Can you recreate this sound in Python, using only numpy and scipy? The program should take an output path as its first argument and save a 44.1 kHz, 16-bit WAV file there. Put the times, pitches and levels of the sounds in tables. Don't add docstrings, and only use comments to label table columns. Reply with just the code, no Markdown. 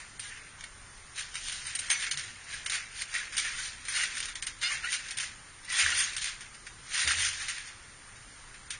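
import sys
import numpy as np
from scipy import signal
from scipy.fft import rfft, irfft, dct, next_fast_len
from scipy.io import wavfile
from scipy.ndimage import uniform_filter1d

SR = 44100
rng = np.random.default_rng(int(sys.argv[2]) if len(sys.argv) > 2 else 0)


def digitize_waveform(pressure):
    field = np.atleast_2d(pressure).T
    bounded = np.clip(field, -1, 1)
    quanta = np.round(bounded * 32767).astype(np.int16)
    wavfile.write(sys.argv[1], SR, quanta)


def boost_factor(decibels):
    exponent = np.asarray(decibels, float) / 20
    return 10 ** exponent


N = 387638

# (frequency [Hz], level [dB per Hz])
RUB_COLOUR = [(180, -64), (300, -37.5), (492, -28.5), (873, -19.5), (1250, -11), (1430, -4), (1840, 0),
              (2380, -2), (4390, -7), (5510, -8.5), (6300, -7), (7300, -11), (9490, -41), (16100, -120)]
# (time [s], blow [dB], brightness [dB], fizz [dB])
STEP_CLANKS = [(0.195, -33, 2.5, 11), (0.6084, -44, -1, -12.5), (0.6395, -37, 0, -5.5),
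               (1.1769, -30.5, -1, -8), (1.343, -33, -2.5, 2.5), (1.3551, -32, 0.5, 5.5),
               (1.5192, -34.5, 3, 7.5), (1.6532, -35.5, -3.5, -3), (1.668, -38, 3.5, 16.5),
               (1.7517, -31, 6, 14.5), (1.7907, -31, 4.5, 15), (1.902, -17.5, 0.5, -0.5),
               (1.9121, -17, -6.5, 3.5), (2.025, -26, 1, -10), (2.0401, -26.5, -11, -2),
               (2.0663, -24, -3, -23.5), (2.1125, -27, 9.5, 8), (2.173, -29.5, 5, 5), (2.646, -39.5, 1, 1),
               (2.6617, -25, 2, 2.5), (2.698, -30.5, 9, -6), (3.141, -21.5, -3, -8),
               (3.324, -35.5, 0, -3.5), (3.3689, -27.5, 6, 7), (3.379, -28, 5, 12)]
# (time [s], blow [dB], brightness [dB], fizz [dB])
JUMP_CLANKS = [(3.8518, -35.5, 3, 1.5), (3.8842, -24.5, -3, 0.5), (4.227, -35.5, 11, -2.5),
               (4.285, -31.5, 2, -9.5), (4.355, -28.5, 3, 1), (4.4246, -27, 2, 7), (4.468, -27.5, 2.5, 6),
               (4.6153, -29, 1.5, -8.5), (5.0996, -34, -7, -5), (5.085, -37, 6.5, 2.5),
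               (5.108, -33, 7.5, 7.5), (5.172, -31.5, 5, 9), (6.1666, -31.5, 3.5, 11), (6.217, -40, 2, 3.5),
               (6.4073, -36.5, 2.5, 2.5), (6.6672, -31.5, -1.5, -2.5), (7.0754, -17, 0, -7),
               (7.4839, -24.5, -1, -5.5), (8.1586, -39.5, -4, -8.5), (8.543, -36.5, -5, -5.5),
               (8.706, -28.5, 4.5, 6)]


def evened(x):
    return x / np.sqrt(np.mean(x ** 2) + 1e-20)


def wander(n, width):
    return evened(uniform_filter1d(rng.standard_normal(n), width))


def smooth_wander(n, width):
    once = uniform_filter1d(rng.standard_normal(n), width)
    return evened(uniform_filter1d(once, width))


def read(points, hz):
    f, value = np.transpose(points)
    return np.interp(np.log(hz + 1), np.log(f + 1), value)


def add(mix, s, sound):
    part = mix[round(s * SR):][:len(sound)]
    part += sound[:len(part)]


def filtered(x, gain):
    size = next_fast_len(len(x))
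    hz = np.fft.rfftfreq(size, 1 / SR)
    return irfft(rfft(x, size) * gain(hz), size)[:len(x)]


def coloured(x, points):
    return filtered(x, lambda hz: boost_factor(read(points, hz)))


def thirds(x):
    layers = []
    for lo, hi in ((0, 2800), (2800, 7900), (7900, SR)):
        layers.append(evened(filtered(x, lambda hz: (hz >= lo) & (hz < hi))))
    return layers


def yard():
    # (frequency [Hz], level [dB per Hz])
    yard_colour = [(9.4, -28), (16, -1.5), (122, -5.5), (164, -12), (296, -16), (643, -19.5), (1290, -11.5),
                   (2140, -12.5), (2450, -21), (3290, -22), (3570, -24), (7150, -21), (7960, -23.5),
                   (9600, -22.5), (12500, -48), (21100, -120)]
    hz, _, z = signal.stft(rng.standard_normal(N), SR, nperseg=4096)
    patches = uniform_filter1d(rng.standard_normal(z.shape), 40, 0)
    patches = evened(uniform_filter1d(patches, 3, 1))
    hz = hz[:, None]
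    level_db = read(yard_colour, hz) + 5.3 * (hz < 42) + 0.94 * patches
    x = signal.istft(z * boost_factor(level_db), SR, nperseg=4096)[1][:N]
    return boost_factor(-50.5) * evened(x)


def thump(db, hz, t60, thud_db):
    t = np.arange(SR) / SR
    sway = hz * (1 + .12 * smooth_wander(SR, 1500))
    mode = boost_factor(db - 60 * t / t60) * np.sin(2 * np.pi * np.cumsum(sway) / SR)
    mode *= (1 - np.exp(-t / 0.029)) * 2
    beat = 1 + .45 * np.cos(2 * np.pi * 9 * (t - .04))
    band = signal.butter(2, [130 / SR * 2, 800 / SR * 2], "band")
    thud = evened(signal.lfilter(*band, rng.standard_normal(SR)))
    return mode * beat + boost_factor(thud_db - 60 * t / 0.39) * thud * (1 - np.exp(-t / 0.014))


def add_thumps(mix):
    # (time [s], level [dB], pitch [Hz], time to die by 60 dB [s], thud [dB])
    landings = [(1.9, -64, 110.4, 0.249, -56), (2.128, -48.5, 112.4, 0.41, -68),
                (3.369, -57, 103.6, 0.2418, -72.5), (4.718, -59.5, 110.4, 1.277, -74),
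                (5.82, -42.5, 80.29, 0.5144, -61), (5.88, -58.5, 77, 0.233, -48.5),
                (7.041, -41.5, 82.3, 0.7253, -45), (7.15, -52, 80.5, 1.3, -53),
                (5.93, -54, 109.9, .4, -68.5), (7.029, -49.5, 114.9, 0.376, -69),
                (7.3, -55.5, 104.2, 0.393, -68.5)]
    for s, *row in landings:
        add(mix, s, thump(*row))


def pop(db, hz, length):
    t = np.arange(-.004 * SR, .006 * SR) / SR
    return boost_factor(db) * np.cos(2 * np.pi * hz * t) * np.exp(-(3 * t / length) ** 2)


def add_pops(mix):
    # (time [s], level [dB], pitch [Hz], length [s])
    cloth_pops = [
        (1.3691, -25.5, 2400, 0.0015),
        (4.0371, -24, 1950, 0.0053),
        (5.8636, -12.5, 1700, 0.0032),
        (5.8891, -25, 1800, 0.0026),
        (5.8951, -21.5, 1600, 0.0015),
        (7.1101, -21, 1420, .004),
        (7.2671, -27, 2300, 0.0013),
    ]
    for s, *row in cloth_pops:
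        add(mix, s - .004, pop(*row))


def squeak(length, start_hz, end_hz, db, fall_db, waver):
    n = int(length * SR)
    hz = np.linspace(start_hz, end_hz, n) * (1 + waver * wander(n, 120))
    turns = np.cumsum(hz) / SR
    x = np.zeros(n)
    for k in range(1, int(max(5600 / end_hz, 1)) + 1):
        level_db = read(RUB_COLOUR, k * start_hz) - fall_db * k
        x += boost_factor(level_db) * np.sin(2 * np.pi * k * turns + k * k)
    fade = signal.windows.tukey(n, .6)
    return boost_factor(db) * evened(x) * fade * boost_factor(3 * wander(n, 150))


def add_squeaks(mix):
    # (time [s], length [s], start pitch [Hz], end pitch [Hz], level [dB])
    hook_squeaks = [(0.218, 0.0987, 1640, 1650, -51.5), (0.284, 0.06224, 1752, 1789, -50),
                    (1.91, 0.06557, 2183, 2217, -36), (2.531, 0.02405, 1650, 1689, -41.5),
                    (3.143, 0.03432, 1871, 1908, -33.5), (3.385, 0.02214, 2349, 2254, -36.5),
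                    (3.579, 0.03017, 1483, 1523, -40.5), (3.957, 0.02337, 2092, 2213, -30),
                    (4.032, 0.01526, 1973, 1955, -34.5), (4.626, 0.06557, 687.5, 741.6, -29.5),
                    (4.699, 0.03427, 1132, 1184, -43), (4.835, 0.03828, 1343, 1565, -35),
                    (4.865, .04, 1926, 1960, -36), (5.677, 0.0197, 1973, 1980, -40),
                    (5.736, 0.0319, 3380, 3361, -39), (5.745, 0.0315, 4300, 4230, -38.5),
                    (5.918, 0.02299, 1434, 1412, -31.5), (7.001, 0.04695, 1897, 1904, -40.5)]
    for s, *row in hook_squeaks:
        fall_db = 1.3033 * (-30.5 - row[-1])
        add(mix, s, squeak(*row, fall_db, waver=.012))


def add_rings(mix):
    # (time [s], length [s], start pitch [Hz], end pitch [Hz], level [dB])
    singing_coils = [(.28, .06, 1903, 1884, -51), (0.238, .04, 2104, 2055, -54),
                     (0.25, 0.05856, 9144, 9095, -54.5), (1.91, 0.09408, 5885, 5970, -43),
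                     (1.906, 0.0428, 9050, 9011, -39), (1.903, 0.03774, 6320, 6328, -33.5),
                     (1.97, 0.05184, 2173, 2186, -46.5), (2.744, 0.02893, 1697, 1701, -45),
                     (3.883, 0.0337, 5909, 5848, -46), (3.882, 0.02781, 9524, 9498, -46.5),
                     (3.947, 0.02954, 3900, 3843, -40), (4.008, 0.03474, 2869, 2853, -38.5),
                     (4.678, 0.03776, 2815, 2933, -37.5), (4.681, 0.03456, 1907, 1910, -39.5),
                     (4.702, 0.03965, 2180, 2119, -36.5), (4.737, 0.0652, 2150, 2184, -45.5),
                     (4.922, 0.04327, 6000, 5986, -42.5), (5.699, 0.02092, 1960, 1965, -37),
                     (5.726, 0.06916, 1927, 1872, -39.5), (5.79, 0.05806, 2111, 2197, -32.5),
                     (5.875, 0.02932, 1921, 1884, -38), (5.905, 0.03036, 1823, 1802, -39.5),
                     (5.925, 0.02418, 4280, 4261, -40.5), (5.973, 0.03231, 9333, 9430, -40),
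                     (6, 0.027, 8609, 8612, -39.5), (5.998, .025, 1897, 1882, -37),
                     (6.0, .025, 2835, 2835, -40), (6.028, .028, 6537, 6521, -37),
                     (6.945, 0.04113, 4274, 4320, -42), (6.949, 0.0533, 3613, 3562, -41.5),
                     (7.034, 0.02845, 1899, 1880, -39.5), (7.102, 0.0253, 1618, 1598, -37),
                     (7.16, 0.0251, 1841, 1867, -41.5), (7.189, 0.07547, 2024, 1970, -42.5),
                     (7.222, 0.0495, 6484, 6495, -39.5), (7.246, 0.02387, 6084, 6142, -40.5)]
    for s, *row in singing_coils:
        add(mix, s, squeak(*row, fall_db=17.5, waver=.005))


def clank(db, bright_db, fizz_db, t60):
    # (pitch [Hz], level [dB], time to die by 60 dB [s])
    spring_tones = [(1650, -13.5, 0.18), (2174.8, 5, .37), (3012.1, -0.5, 0.15), (3661.2, 1, 0.34),
                    (4300, -12, 0.11), (5078.7, -4.5, 0.21), (5993.7, 0.5, 0.15), (9151.6, 3.5, 0.083)]
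    t = np.arange(min(SR // 6, int(2 * t60 * SR))) / SR
    colour = RUB_COLOUR[:-2] + [(10000, -30.5)]
    body, bright, fizz = thirds(coloured(rng.standard_normal(len(t)), colour))
    rattle = body + boost_factor(bright_db) * bright + boost_factor(fizz_db) * fizz * boost_factor(-30 * t / t60)
    rattle *= boost_factor(-60 * t / t60) + .8 * boost_factor(-60 * t / 0.025)

    tune = rng.uniform(1.0, 1.04, len(spring_tones))
    size = rng.uniform(0.12, 1, len(spring_tones))
    ring = np.zeros(len(t))
    for (hz, tone_db, tone_t60), k, a in zip(spring_tones, tune, size):
        dull_db = min(bright_db, 0) * (hz > 3300)
        decay = boost_factor(tone_db + dull_db - 60 * t / min(tone_t60, 2 * t60))
        ring += a * decay * np.sin(2 * np.pi * hz * k * t)
    rise_s = .0016 * boost_factor(-0.2436 * (db + 30))
    return boost_factor(db - 11) * (rattle + 0.37 * ring) * np.minimum(t / rise_s, 1)


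def add_ticks(mix):
    # (time [s], peak [dB], brightness [dB], fizz [dB])
    dry_ticks = [(0.3729, -39.5, 0.5, -3.5), (0.609, -35.5, 2.5, -2), (0.6396, -28, 0.5, 1.5),
                 (1.1841, -24, 2, 0.5), (1.1947, -25.5, 2, 2), (1.2078, -29, -0.5, -2.5),
                 (1.355, -20, 1, 2), (1.4837, -26, 4.5, 2), (1.4968, -26.5, 4, 3), (2.1953, -26.5, 5.5, 1),
                 (2.5421, -29, -4, 4.5), (2.698, -22, 0.5, 3.5), (2.7215, -18.5, 3.5, 3.5),
                 (2.7332, -23, 2, 2), (2.7414, -21.5, 2, 4.5), (2.7526, -21, 3.5, -0.5),
                 (3.0204, -22.5, 3, 2), (3.3985, -19.5, 2.5, 1.5), (4.153, -26, -0.5, 3.5),
                 (4.1695, -24, 2, 2.5), (4.1808, -24.5, 3, 5), (4.2032, -21.5, 2, 4),
                 (4.2567, -25, 2.5, 0.5), (4.9208, -21.5, 2, 7.5), (4.9289, -18, 3, 3.5),
                 (4.9438, -21.5, 0, 3.5), (5.1859, -21.5, 4, 5), (5.2004, -22.5, 1.5, 3.5),
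                 (5.701, -23.5, 1, -5.5), (5.7878, -15, 3, 2), (5.8064, -13, 1.5, 5),
                 (5.9039, -19, 2.5, 5.5), (6.1335, -30, 3, 0), (6.1661, -22.5, 2, 4),
                 (6.1815, -23, 2.5, 1.5), (6.219, -24.5, -1.5, 3.5), (6.2268, -24, 2.5, 4.5),
                 (6.2435, -20.5, 4, 4.5), (6.9461, -19, 3.5, -2.5), (6.9544, -20.5, 0, -5),
                 (6.978, -18.5, 1, 3), (7.0031, -18.5, 2, 0), (7.1189, -15, 2, 3.5), (7.2044, -16, 2, 0.5),
                 (7.249, -17.5, 3, 6), (7.2656, -18.5, 0, 0.5), (7.2883, -21.5, 3, -0.5),
                 (7.5815, -28, 1, -1.5)]
    for s, peak_db, *row in dry_ticks:
        blow_db = -26.5 + .6 * (peak_db + 24.5)
        add(mix, s - .001, clank(blow_db, *row, t60=.03))


def add_clanks(mix):
    for s, *row in STEP_CLANKS + JUMP_CLANKS:
        add(mix, s - .001, clank(*row, t60=.136))


def hush_before_knocks(t, hold=0.031):
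    s = np.array(STEP_CLANKS + JUMP_CLANKS)[:, 0]
    coming = np.minimum(np.searchsorted(s, t), len(s) - 1)
    return -3 * np.clip(1.5 - (s[coming] - t) / hold, 0, 1) * (t < s[-1])


def strokes(t):
    # (peak time [s], effort [dB], time to rise 20 dB [s], time to fall 20 dB [s], brightness [dB])
    walking = [(0.0, -42.5, .05, -0.0926, -4.5), (.24, -48.5, 0.0686, 0.2221, 4.5),
               (.31, -45, 0.01, 0.3334, -10), (1.162, -44.5, .011, .21, 3.5),
               (1.197, -40.5, .035, .12, 2.5), (1.365, -47, .03, .13, 3),
               (1.494, -43.5, 0.2102, 0.3784, 6.5), (1.67, -44, 0.1254, 0.4407, 0.5),
               (1.71, -48.5, 0.3889, 1.0667, 1.5), (1.85, -45, 0.6296, -0.0174, -2),
               (1.911, -32.5, 0.0563, 0.1142, -0.5), (2.03, -33, -0.1313, -0.1532, 0),
               (2.143, -38, 0.054, 0.0249, -3), (2.2, -42, 0.161, 0.3001, 1),
               (2.53, -42, 0.1201, 0.3145, 0), (2.755, -32.5, 0.1277, 0.1167, -2),
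               (2.96, -50.5, 0.8708, -1.5, -4), (3.019, -39, 0.0995, 0.0499, 3.5),
               (3.156, -34, -0.0872, 0.2131, -2.5), (3.343, -37, 0.0258, 0.1514, -2),
               (3.385, -34.5, 0.0385, 0.1095, 5), (3.451, -34, 0.032, 0.2282, -3),
               (3.601, -37, 0.0628, 0.0236, -1.5), (3.67, -42.5, 0.3838, 0.1592, 4)]
    hopping = [(3.972, -32, 0.11996, 0.25686, 0.5), (4.039, -33, 0.2195, 0.058, -1.5),
               (4.18, -41, 0.223, 0.33, -1.5), (4.279, -40.5, 0.2465, 0.11, -0.5),
               (4.209, -43.5, 0.065, 0.029, 7.5), (4.48, -43, 0.09855, 0.081, 1.5),
               (4.628, -33.5, 0.01658, .16, 0), (4.732, -33, 0.12193, 0.13154, -1.5),
               (4.849, -36, 0.046, 0.11, -5.5), (4.94, -35, 0.07658, 0.12357, 3.5),
               (5.07, -40.5, 0.0934, .2, -2.5), (5.209, -37, 0.033, 0.15347, 3),
               (5.239, -40, 0.2194, 0.054, -4)]
    jumping = [(5.652, -49, 0.017, 0.022, 5), (5.729, -34.5, 0.044, 0.39, 0),
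               (5.801, -27, 0.075, 0.26, 0.5), (5.88, -34.5, 0.18, 0.11, -14.5),
               (6.002, -31, 0.14245, 0.16715, 3), (6.14, -43, 0.027, 0.17, 3.5),
               (6.191, -41.5, 0.077, 0.072, 1.5), (6.222, -40, 0.019, 0.068, 5.5),
               (6.289, -40.5, 0.092, 0.096, -3.5), (6.1, -45, .1, 0.089, 0.5),
               (6.425, -46.5, 0.058, 0.1, -2.5), (6.549, -49, 0.02, 0.032, 1.5),
               (6.84, -54, 0.026, 0.017, 0), (6.95, -35, 0.07501, 0.44, 1.5),
               (6.996, -33.5, 0.042, 0.41, 2.5), (7.116, -29, 0.1727, .08, -2),
               (7.21, -35, 0.11, 0.3564, 4), (7.275, -36.5, .2, 0.097, 3.5), (6.255, -37.5, .02, 0.1641, 3),
               (5.695, -43.5, .015, 0.19, 1), (7.42, -39, 0.11, 0.35, -0.5),
               (7.499, -36, 0.034, 0.062, 3.5), (7.57, -44.5, 0.13, .25, -1),
               (7.68, -52.5, 0.074, 0.07437, 6.5), (8.741, -43, 0.064, 0.055, -2.5)]
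    rest_db = -59.5 + np.array([[0], [0.5], [-2.5]])
    power = np.ones((3, len(t))) * boost_factor(rest_db) ** 2
    for s, effort_db, rise, fall, bright_db in walking + hopping + jumping:
        before = 20 * np.maximum(s - t, 0) / abs(rise)
        after = 20 * np.maximum(t - s, 0) / abs(fall)
        fizz_db = -5.5 + 0.98 * bright_db
        lifts = ((0, 1), (bright_db, 1.2183), (fizz_db, 1.7032))
        power = power + [boost_factor(effort_db + lift_db - before - fade * after) ** 2 for lift_db, fade in lifts]
    return np.sqrt(power)


def scrape(per_s=350, spread_db=1.5, cycles=9, smooth=.4):
    x = np.zeros(N)
    for hz in np.geomspace(500, 10000, num=30):
        t = np.arange(int(3 * cycles / hz * SR)) / SR
        grain = np.sin(2 * np.pi * hz * t) * t * np.exp(-4 * t * hz / cycles)
        count = int(per_s * np.sqrt(hz / 2000) * N / SR)
        at, luck, side = rng.random((12000, 3))[:count].T
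        force = np.sign(side - .5) * boost_factor(spread_db * np.minimum(-np.log(luck), 4))
        slips = np.bincount((at * N).astype(int), force, N)
        x += np.sqrt(hz) * evened(signal.oaconvolve(slips, grain)[:N])
    return evened(x) + smooth * rng.standard_normal(N)


def rubbing():
    t, coarse = np.arange(N) / SR, np.arange(0, N + 64, 64) / SR
    layers = thirds(coloured(scrape(), RUB_COLOUR[:-2] + [(10000, -20.5)]))
    flicker_db = .6 * smooth_wander(N, 300)
    x = np.zeros(N)
    for layer, gain in zip(layers, strokes(coarse)):
        x += layer * np.interp(t, coarse, gain)
    return x * boost_factor(flicker_db + hush_before_knocks(t))


def scene():
    mix = yard() + rubbing()
    add_clanks(mix)
    add_squeaks(mix)
    add_rings(mix)
    add_ticks(mix)
    add_pops(mix)
    add_thumps(mix)
    return np.array([mix, mix])


def starved(x, size, width, group, step_db, luck_db, follow):
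    window = np.sin(np.pi * (np.arange(2 * size) + .5) / (2 * size))
    count = N // size + 3
    blocks = np.pad(x, (size, count * size - N - size)).reshape(count, size)
    a, b, c, d = np.split(np.hstack([blocks[:-1], blocks[1:]]) * window, 4, axis=1)
    lines = dct(np.hstack([-c[:, ::-1] - d, a - b[:, ::-1]]), type=4, norm="ortho")

    level = uniform_filter1d(lines ** 2, size=size // 16, axis=1)
    level = uniform_filter1d(level, size=group, axis=0)
    level_db = 10 * np.log10(abs(level) + 1e-14)
    luck = rng.standard_normal((count - 1, size // width + 1))
    luck = np.repeat(luck, width, axis=1)[:, :size]
    hz = np.arange(size) / size * SR / 2
    care_db = np.interp(hz, [1200, 2800, 5600, 6400, 8400, 8600], [-14, 0, 0, -3, -3, -12])
    step = boost_factor(follow * (level_db + 40) - 40 + step_db + care_db + luck_db * luck)
    rounded = np.sign(lines) * np.floor(abs(lines) / step + .4) * step

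    u, v = np.split(dct(rounded, type=4, norm="ortho"), 2, axis=1)
    back = np.hstack([v, -v[:, ::-1], -u[:, ::-1], -u]) * window
    return (back[1:, :size] + back[:-1, size:]).ravel()[:N]


def band_limit(x):
    return signal.sosfilt(signal.butter(12, 10930, fs=SR, output="sos"), x)


def record(dry):
    # (frequency [Hz], gain [dB])
    gain_curve = [(0, -2), (7450, 0.5), (7540, -3.5), (7950, -31.5), (8300, -2.5), (8550, 3),
                  (9620, 7.5), (9800, -10.5), (22050, -40)]
    sharp_blows = [.195, 1.752, 1.791, 1.902, 2.112, 2.16, 2.662, 2.698, 3.37, 4.355, 4.425, 4.468, 5.1,
                   5.14, 5.172, 6.167, 7.076, 8.706]
    x = filtered(dry[0], lambda hz: boost_factor(np.interp(hz, *np.transpose(gain_curve))))
    blows = np.bincount((np.array(sharp_blows) * SR).astype(int), minlength=N) * 1.
    short = uniform_filter1d(blows, size=2000) > 1e-6
    short = uniform_filter1d(short * 1., size=400)
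    quick = starved(x, size=176, width=4, group=8, step_db=4.5, luck_db=4, follow=.9)
    slow = starved(x, size=1408, width=10, group=1, step_db=5.4, luck_db=3.8, follow=.93)

    near = uniform_filter1d(x ** 2, size=200) + 1e-12
    far = uniform_filter1d(x ** 2, size=2800) + 1e-12
    slow = x + (slow - x) * np.clip(2 * np.sqrt(abs(near / far)), 0, 1)
    both = short * quick + (1 - short) * slow
    edge_hz, edge_db = [9551.1, 9769.5, 10526, 12050], [0, -30.5, -32.0, -47.5]
    mono = filtered(both, lambda hz: boost_factor(np.interp(hz, edge_hz, edge_db)))
    return band_limit(np.array([mono, mono]))


dry = scene()
out = record(dry)
digitize_waveform(out)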